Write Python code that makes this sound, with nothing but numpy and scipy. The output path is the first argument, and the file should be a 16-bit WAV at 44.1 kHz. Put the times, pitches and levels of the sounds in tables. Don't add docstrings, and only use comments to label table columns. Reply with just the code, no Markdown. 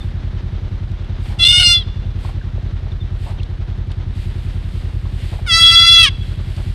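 import sys
import numpy as np
from scipy import signal
from scipy.fft import rfft, irfft, next_fast_len
from scipy.io import wavfile
from scipy.ndimage import uniform_filter1d, minimum_filter1d

SR = 44100
rng = np.random.default_rng(int(sys.argv[2]) if len(sys.argv) > 2 else 0)


def unload_audio(sound):
    columns = np.transpose(np.atleast_2d(sound))
    steps = np.round(np.clip(columns, -1, 1) * 32767)
    wavfile.write(sys.argv[1], SR, steps.astype(np.int16))


N = 297234


def from_db(db):
    return 10 ** (np.asarray(db) / 20)


def rms_one(x):
    return x / np.sqrt(np.mean(x ** 2) + 1e-20)


def in_time(rows, t):
    s, *columns = np.transpose(rows)
    return [np.interp(t, s, column) for column in columns]


def at_hz(points, hz):
    f, db = np.transpose(points)
    return np.interp(np.log(np.maximum(hz, 1)), np.log(f), db)


def band(x, low, high, order=2):
    return signal.sosfilt(signal.butter(order, [low, high], "band", fs=SR, output="sos"), x)


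def drift(rate, size):
    f = np.arange(size // 2 + 1) * SR / size
    smoothing = (1 + (f / rate) ** 2) ** 2
    return rms_one(irfft(rfft(rng.standard_normal(size)) / smoothing, size))


def coloured(x, spectrum):
    size = next_fast_len(len(x))
    f = np.arange(size // 2 + 1) * SR / size
    filtered = irfft(rfft(x, size) * from_db(at_hz(spectrum, f)), size)
    return rms_one(filtered[:len(x)])


def grains(per_s, spread_db):
    sizes = from_db(spread_db * np.minimum(rng.exponential(1, N), 4))
    signs = rng.choice([-1, 1], N)
    present = rng.random(N) < per_s / SR
    return rms_one(sizes * signs * present)


def bump(t, s, half_s):
    return np.exp(-((t - s) / half_s) ** 2)


def left_of(elapsed, length):
    return np.clip(1 - elapsed / length, 0, 1)


def add(out, s, sound):
    at = max(0, round(s * SR))
    out[at:at + len(sound)] += sound[:max(0, N - at)]


def glides(rows):
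    out = np.zeros(N)
    for s, db, start_hz, end_hz, length in rows:
        u = np.linspace(0, 1, round(length * SR))
        hz = start_hz * (end_hz / start_hz) ** u
        phase = 2 * np.pi * np.cumsum(hz) / SR
        add(out, s, from_db(db) * np.sin(np.pi * u) * np.sin(phase))
    return out


# frequency in Hz, relative level in dB per Hz.
RIVER_COLOUR = [(250, 8), (480, -0.5), (800, -3.5), (1100, -6), (1700, -6.5), (2600, -11.5), (3700, -10),
                (4800, -19), (6000, -24), (8500, -41), (12000, -51)]
RIVER_DB, RIVER_FALL_DB_PER_S = -38.5, 0.28


def river(t, bubbly=0.41, ripple_db=1.5):
    fizz = grains(per_s=900, spread_db=3.5)
    water = coloured(rng.standard_normal(N) + bubbly * fizz, RIVER_COLOUR)
    level_db = RIVER_DB - RIVER_FALL_DB_PER_S * t + ripple_db * drift(41, N)
    return from_db(level_db) * water


# start in seconds, peak level in dB, start pitch in Hz, end pitch in Hz,
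# length in seconds.
WATER_PLOPS = [(2.41, -36, 1800, 1400, .012), (2.576, -30.5, 1090, 270, 0.012),
               (2.867, -37, 1190, 275, 0.017), (3.387, -37, 3280, 3030, 0.0085),
               (3.398, -33.5, 2460, 3080, 0.0088)]


def plops():
    return glides(WATER_PLOPS)


# start in seconds, peak level in dB, start pitch in Hz, end pitch in Hz,
# length in seconds.
BIRD_CHIPS = [(0.0, -37, 3660, 3480, 0.035), (2.917, -37, 3770, 3380, 0.008), (3.0, -38, 3630, 3500, 0.034)]


def bird():
    return glides(BIRD_CHIPS)


LONG_GRASS_S, SHORT_GRASS_DB, LONG_GRASS_DB = 4.15, -60, -51.5
# frequency in Hz, relative level in dB per Hz.
GRASS_COLOUR = [(900, -15.5), (2000, -1), (3300, -1), (4700, -6), (5900, -18.5), (8500, -12.5),
                (10500, -20.5), (13000, -21.5)]
# centre in seconds, level in dB, half-length in seconds.
STRIDES = [(0.0, -51, 0.11), (1.285, -44, 0.076), (2.26, -44, 0.065), (3.269, -44.5, 0.078),
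           (4.227, -45.5, 0.083), (4.45, -50, 0.13), (4.77, -48.5, 0.12), (5.282, -42, 0.13),
           (6.28, -46.5, 0.085), (6.603, -45, 0.21)]


def grass(t):
    rustle = from_db(np.where(t < LONG_GRASS_S, SHORT_GRASS_DB, LONG_GRASS_DB))
    stride_power = sum((from_db(db) * bump(t, s, half_s)) ** 2 for s, db, half_s in STRIDES)
    brushing = np.sqrt(rustle ** 2 + stride_power)
    return brushing * coloured(grains(per_s=7000, spread_db=0.5), GRASS_COLOUR)


# start in seconds, level in dB, pitch of the noise in Hz, rise in seconds.
FOOTFALLS = [(1.255, -34.5, 785, .002), (1.291, -41, 730, .03), (2.247, -34.5, 880, 0.0031),
             (2.271, -39, 540, 0.0045), (2.287, -30, 830, 0.0044), (2.866, -36, 750, 0.0021),
             (3.254, -36.5, 830, 0.027), (5.054, -39, 915, .002), (5.322, -35, 710, 0.013),
             (5.388, -35, 776, 0.0047), (6.578, -40.5, 745, 0.011)]


def footfalls(t):
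    out = np.zeros(N)
    step = t[:SR // 4]
    for s, db, hz, rise in FOOTFALLS:
        crush = rms_one(band(rng.standard_normal(len(step)), hz * 0.68, hz * 1.23))
        envelope = step / rise * np.exp(1 - step / rise)
        add(out, s, from_db(db) * crush * envelope)
    return out


# frequency in Hz, relative level in dB per Hz.
STALK_COLOUR = [(1500, -18), (3500, 11), (5500, -4), (7500, -8), (10000, -14), (13000, -35)]
# start in seconds, level in dB before the common trim.
STALK_SNAPS = [(0.9153, -35.5), (1.0445, -36), (3.4316, -28.5), (3.917, -27.5), (6.5654, -28.5)]


def snapping_stalks(t, decay_s=0.0036, trim_db=-6):
    out = np.zeros(N)
    short = t[:SR // 20]
    for s, db in STALK_SNAPS:
        crack = coloured(rng.standard_normal(len(short)), STALK_COLOUR)
        add(out, s, from_db(db + trim_db) * crack * np.exp(-short / decay_s))
    return out


# time in seconds, four-stroke cycles per second.
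IDLE_SPEED = [(0.29, 10.37), (0.72, 10.62), (1.56, 10.329), (1.92, 10.406), (3.95, 10.474), (4.97, 10.283),
              (5.44, 10.426)]
FIRST_FIRING_S = .0415
# frequency in Hz, width in Hz, level in dB before the engine's level,
# polarity as a sign.
EXHAUST_RESONANCES = [(38.1, 2.37, -31, -1), (49.23, 5.7, -34, 1), (80.4, 9.2, -34.5, -1),
                      (111.6, 22.2, -35.5, 1), (128.5, 16.1, -42, -1), (203, 36.5, -55, -1),
                      (349.9, 24.4, -60, -1)]
# frequency in Hz, relative level in dB per Hz.
RUMBLE_COLOUR = [(16, 0), (24, 33), (34, 30.5), (55, 24), (120, 24), (200, 20.5), (300, -28), (500, -46)]
RUMBLE_DB = -35.5


def engine_puffs(second_lag=0.2309, second_db=-1.0, uneven_db=0.7):
    run_in = SR // 2
    speed, = in_time(IDLE_SPEED, np.arange(-run_in, N) / SR)
    cycles = np.cumsum(speed) / SR
    cycles = cycles - cycles[run_in + round(FIRST_FIRING_S * SR)]
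    puffs = np.zeros(len(speed))
    for lag, db in ((0, 0), (second_lag, second_db)):
        at = np.flatnonzero(np.diff(np.floor(cycles - lag)))
        strength = from_db(db + uneven_db * rng.standard_normal(len(at)))
        puffs[at] += strength * SR / speed[at]
    silencer = signal.butter(2, 900, fs=SR, output="sos")
    return signal.sosfilt(silencer, puffs), run_in


def engine(level_db=1.31, timbre_db=1.0):
    puffs, run_in = engine_puffs()
    exhaust = 0
    for hz, width_hz, db, polarity in EXHAUST_RESONANCES:
        r = np.exp(-np.pi * width_hz / SR)
        drive = puffs * from_db(db + timbre_db * rng.standard_normal(len(puffs)))
        ring = signal.lfilter([1, 0, -1], [1, -2 * r * np.cos(2 * np.pi * hz / SR), r * r], drive)
        exhaust = exhaust + np.sign(polarity) * (1 - r * r) / 2 * ring[run_in:]
    rumble = coloured(rng.standard_normal(N), RUMBLE_COLOUR)
    return from_db(level_db) * exhaust + from_db(RUMBLE_DB) * rumble


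def banks(x, t60=1.0, wet_db=-36, top_hz=5000):
    t = np.arange(SR) / SR
    tail = band(rng.standard_normal(SR), 710, top_hz) * from_db(-60 * t / t60)
    return from_db(wet_db) * signal.fftconvolve(x, tail / np.linalg.norm(tail))[:N]


# centre in seconds, change of level in dB.
VOICE_CATCHES = [(1.446, -12), (1.459, -1.5), (1.481, -11.5), (1.522, -6.5), (1.559, 2), (5.709, -5),
                 (5.759, 0), (5.809, -3.5), (5.861, -6), (5.909, -5), (5.96, 4), (6.025, -9.5)]
CATCH_ROUGHNESS, CATCH_RATTLE_S = .2, .003
# start in seconds, end in seconds, final roughness from 0 to 1 before easing.
VOICE_RASPS = [(1.43, 1.55, .2), (1.563, 1.64, 0.45), (5.623, 5.66, 0.18), (5.696, 5.725, 0.2),
               (6.035, 6.11, 0.4)]
RASP_START_SHARE = 0.61
RASP_EASE_S = .025
CLEAR_ROUGHNESS = .04
EDGE_ROUGHNESS, EDGE_S = 0.48, .025


def roughness(t):
    edges = left_of(t - t[0], EDGE_S) + left_of(t[-1] - t, EDGE_S)
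    rasp = sum(amount * np.interp(t, [start, end], [RASP_START_SHARE, 1], left=0, right=0)
               for start, end, amount in VOICE_RASPS)
    rasp = uniform_filter1d(rasp, size=round(RASP_EASE_S * SR))
    catches = sum(bump(t, s, CATCH_RATTLE_S) for s, db in VOICE_CATCHES)
    return CLEAR_ROUGHNESS + EDGE_ROUGHNESS * edges + rasp + CATCH_ROUGHNESS * catches


ATTACK_FROM_DB = [-23, -7, -12, -11, -4]
RELEASE_TO_DB = [-15.5, -19, -27, -20, -34]
SHUT_MOUTH_DB = [-23.5, -6, -8.5, -15, -15.5]
# centre in seconds, half-length in
# seconds, depth in dB, swell of the middle formant in dB, swell of the high formant in dB.
MAIN_SAGS = [(1.53, 0.16, 12, 11.5, -5), (1.66, 0.076, 19, 7, 11), (5.573, 0.034, 13.5, 0.5, 3.5),
             (5.736, 0.017, 12.5, 3, 2), (5.857, 0.025, 9.5, 4, 4.5), (6.04, 0.11, 4.5, 9, 0)]
LOW_TAKES = 0.27


def formant_levels(t, starting, ending, shut, hold):
    sag, middle, high = sum(np.outer(changes, bump(t, s, half_s)) for s, half_s, *changes in MAIN_SAGS)
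    shifts = [-sag, LOW_TAKES * sag, middle, high, 0]
    columns = zip(hold, ATTACK_FROM_DB, RELEASE_TO_DB, SHUT_MOUTH_DB, shifts)
    return [db + attack_db * starting + release_db * ending + shut_db * shut + shift
            for db, attack_db, release_db, shut_db, shift in columns]


def vocal_folds(pitch, rough, slips, jitter=0.042, shimmer=0.5, tripling=0.32, air=0.08,
                flutter_db=3.0, catch_rise=0.0216):
    size = len(pitch)
    catch_shift = sum(slip * (1 - from_db(db)) for slip, (s, db) in zip(slips, VOICE_CATCHES))
    pitch = pitch * (1 + jitter * rough * drift(427, size) + catch_rise * catch_shift)
    phase = 2 * np.pi * np.cumsum(pitch) / SR
    source = 0
    for k in range(1, 21):
        flutter = from_db(flutter_db * drift(41.0, size))
        source = source + flutter * np.cos(k * phase + rng.uniform(0, 2 * np.pi))
    three_cycle = tripling * rough ** 2 * np.cos(phase / 3 + drift(48, size))
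    rattle = shimmer * rough * drift(210, size) + three_cycle
    breath = air * rough * rng.standard_normal(size) * (1 + np.cos(phase))
    return rms_one(source) * (1 + rattle) + breath


# lower edge in Hz, upper edge in Hz.
FORMANTS = [(3100, 3850), (550, 2400), (2400, 3100), (3850, 5250), (5250, 13000)]


def bleat(t, pitch, rough, levels, throat, waver_db=1.6, catch_s=0.0026):
    size = len(t)
    slips = [bump(t, s, catch_s) for s, db in VOICE_CATCHES]
    voice = coloured(vocal_folds(pitch, rough, slips), throat)
    out = 0
    for (low, high), db in zip(FORMANTS, levels):
        formant = band(voice, low, high, order=4)
        even = formant / np.sqrt(uniform_filter1d(formant ** 2, size=700) + 1e-12)
        out = out + even * from_db(db + waver_db * drift(20, size))
    catch_db = sum(slip * db for slip, (s, db) in zip(slips, VOICE_CATCHES))
    return out * from_db(catch_db) * signal.windows.tukey(size, .03)


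# start, end, attack, release, time the mouth takes to open, time it takes to
# close, all in seconds.
BLEAT_TIMES = [(1.384, 1.834, 0.012, 0.069, 0.06, 0.12), (5.46, 6.102, 0.04, 0.017, 0.083, 0.064)]
# time in seconds,
# pitch in Hz.
FOLD_PITCH = [
    [(1.38, 704), (1.405, 679.5), (1.445, 684.6), (1.495, 711.5), (1.55, 719.2), (1.625, 719.3),
     (1.65, 707.5), (1.75, 693.3), (1.8, 680.5), (1.83, 630)],
    [(5.46, 775), (5.485, 700), (5.52, 657.3), (5.58, 666), (5.8, 673.3), (5.93, 677.4), (6.01, 669),
     (6.043, 652), (6.07, 555), (6.1, 528)],
]
# main, low, middle, high and top formant in dB.
HELD_LEVELS = [(2, -30, -26, -20.5, -24), (-5.5, -22, -22.5, -16.5, -26)]
# frequency in Hz, relative level in dB.
THROAT_COLOUR = [
    [(700, -27), (1420, -17.5), (2130, -9), (2850, -1.5), (3550, -10), (4250, -7.5), (4950, -12.5),
     (5650, -21), (6400, -25.5), (7100, -41), (7750, -24.5), (8450, -22), (10000, -36.5), (12500, -44)],
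    [(670, -27.5), (1340, -2.5), (2020, -2.5), (2700, -13), (3370, 2), (4040, -17.5), (4720, -16.5),
     (5400, -22.5), (6070, -20.5), (6750, -25), (7450, -33), (8900, -20), (10300, -39.5), (12500, -37)],
]


def fawn(t, gain_db=1.4):
    out = np.zeros(N)
    for times, curve, hold, throat in zip(BLEAT_TIMES, FOLD_PITCH, HELD_LEVELS, THROAT_COLOUR):
        start, end, attack, release, opens, closes = times
        during = t[(t >= start) & (t < end)]
        starting = left_of(during - start, attack)
        ending = left_of(end - during, release)
        shut = left_of(during - start, opens) + left_of(end - during, closes)
        pitch, = in_time(curve, during)
        levels = formant_levels(during, starting, ending, shut, hold)
        add(out, start, bleat(during, pitch, roughness(during), levels, throat))
    return from_db(gain_db) * out


def scene():
    t = np.arange(N) / SR
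    walking = grass(t) + footfalls(t) + snapping_stalks(t)
    cries = fawn(t)
    return (river(t) + plops() + bird() + walking + engine() + banks(cries) + cries)[None]


def limiter(x, threshold=1.16):
    needed = threshold / np.maximum(np.abs(x), threshold)
    return x * uniform_filter1d(minimum_filter1d(needed, size=200), size=200)


SOFT_TOP_HZ, CUTOFF_HZ = 13100, 15850


def record(dry):
    microphone = signal.ellip(10, .1, 70, SOFT_TOP_HZ, fs=SR, output="sos")
    soft = signal.sosfilt(microphone, dry)
    clipped = np.clip(limiter(soft[0])[None], -1, 1)
    top_cut = signal.ellip(12, .1, 80, CUTOFF_HZ, fs=SR, output="sos")
    return signal.sosfilt(top_cut, clipped)


dry = scene()
out = record(dry)
unload_audio(out)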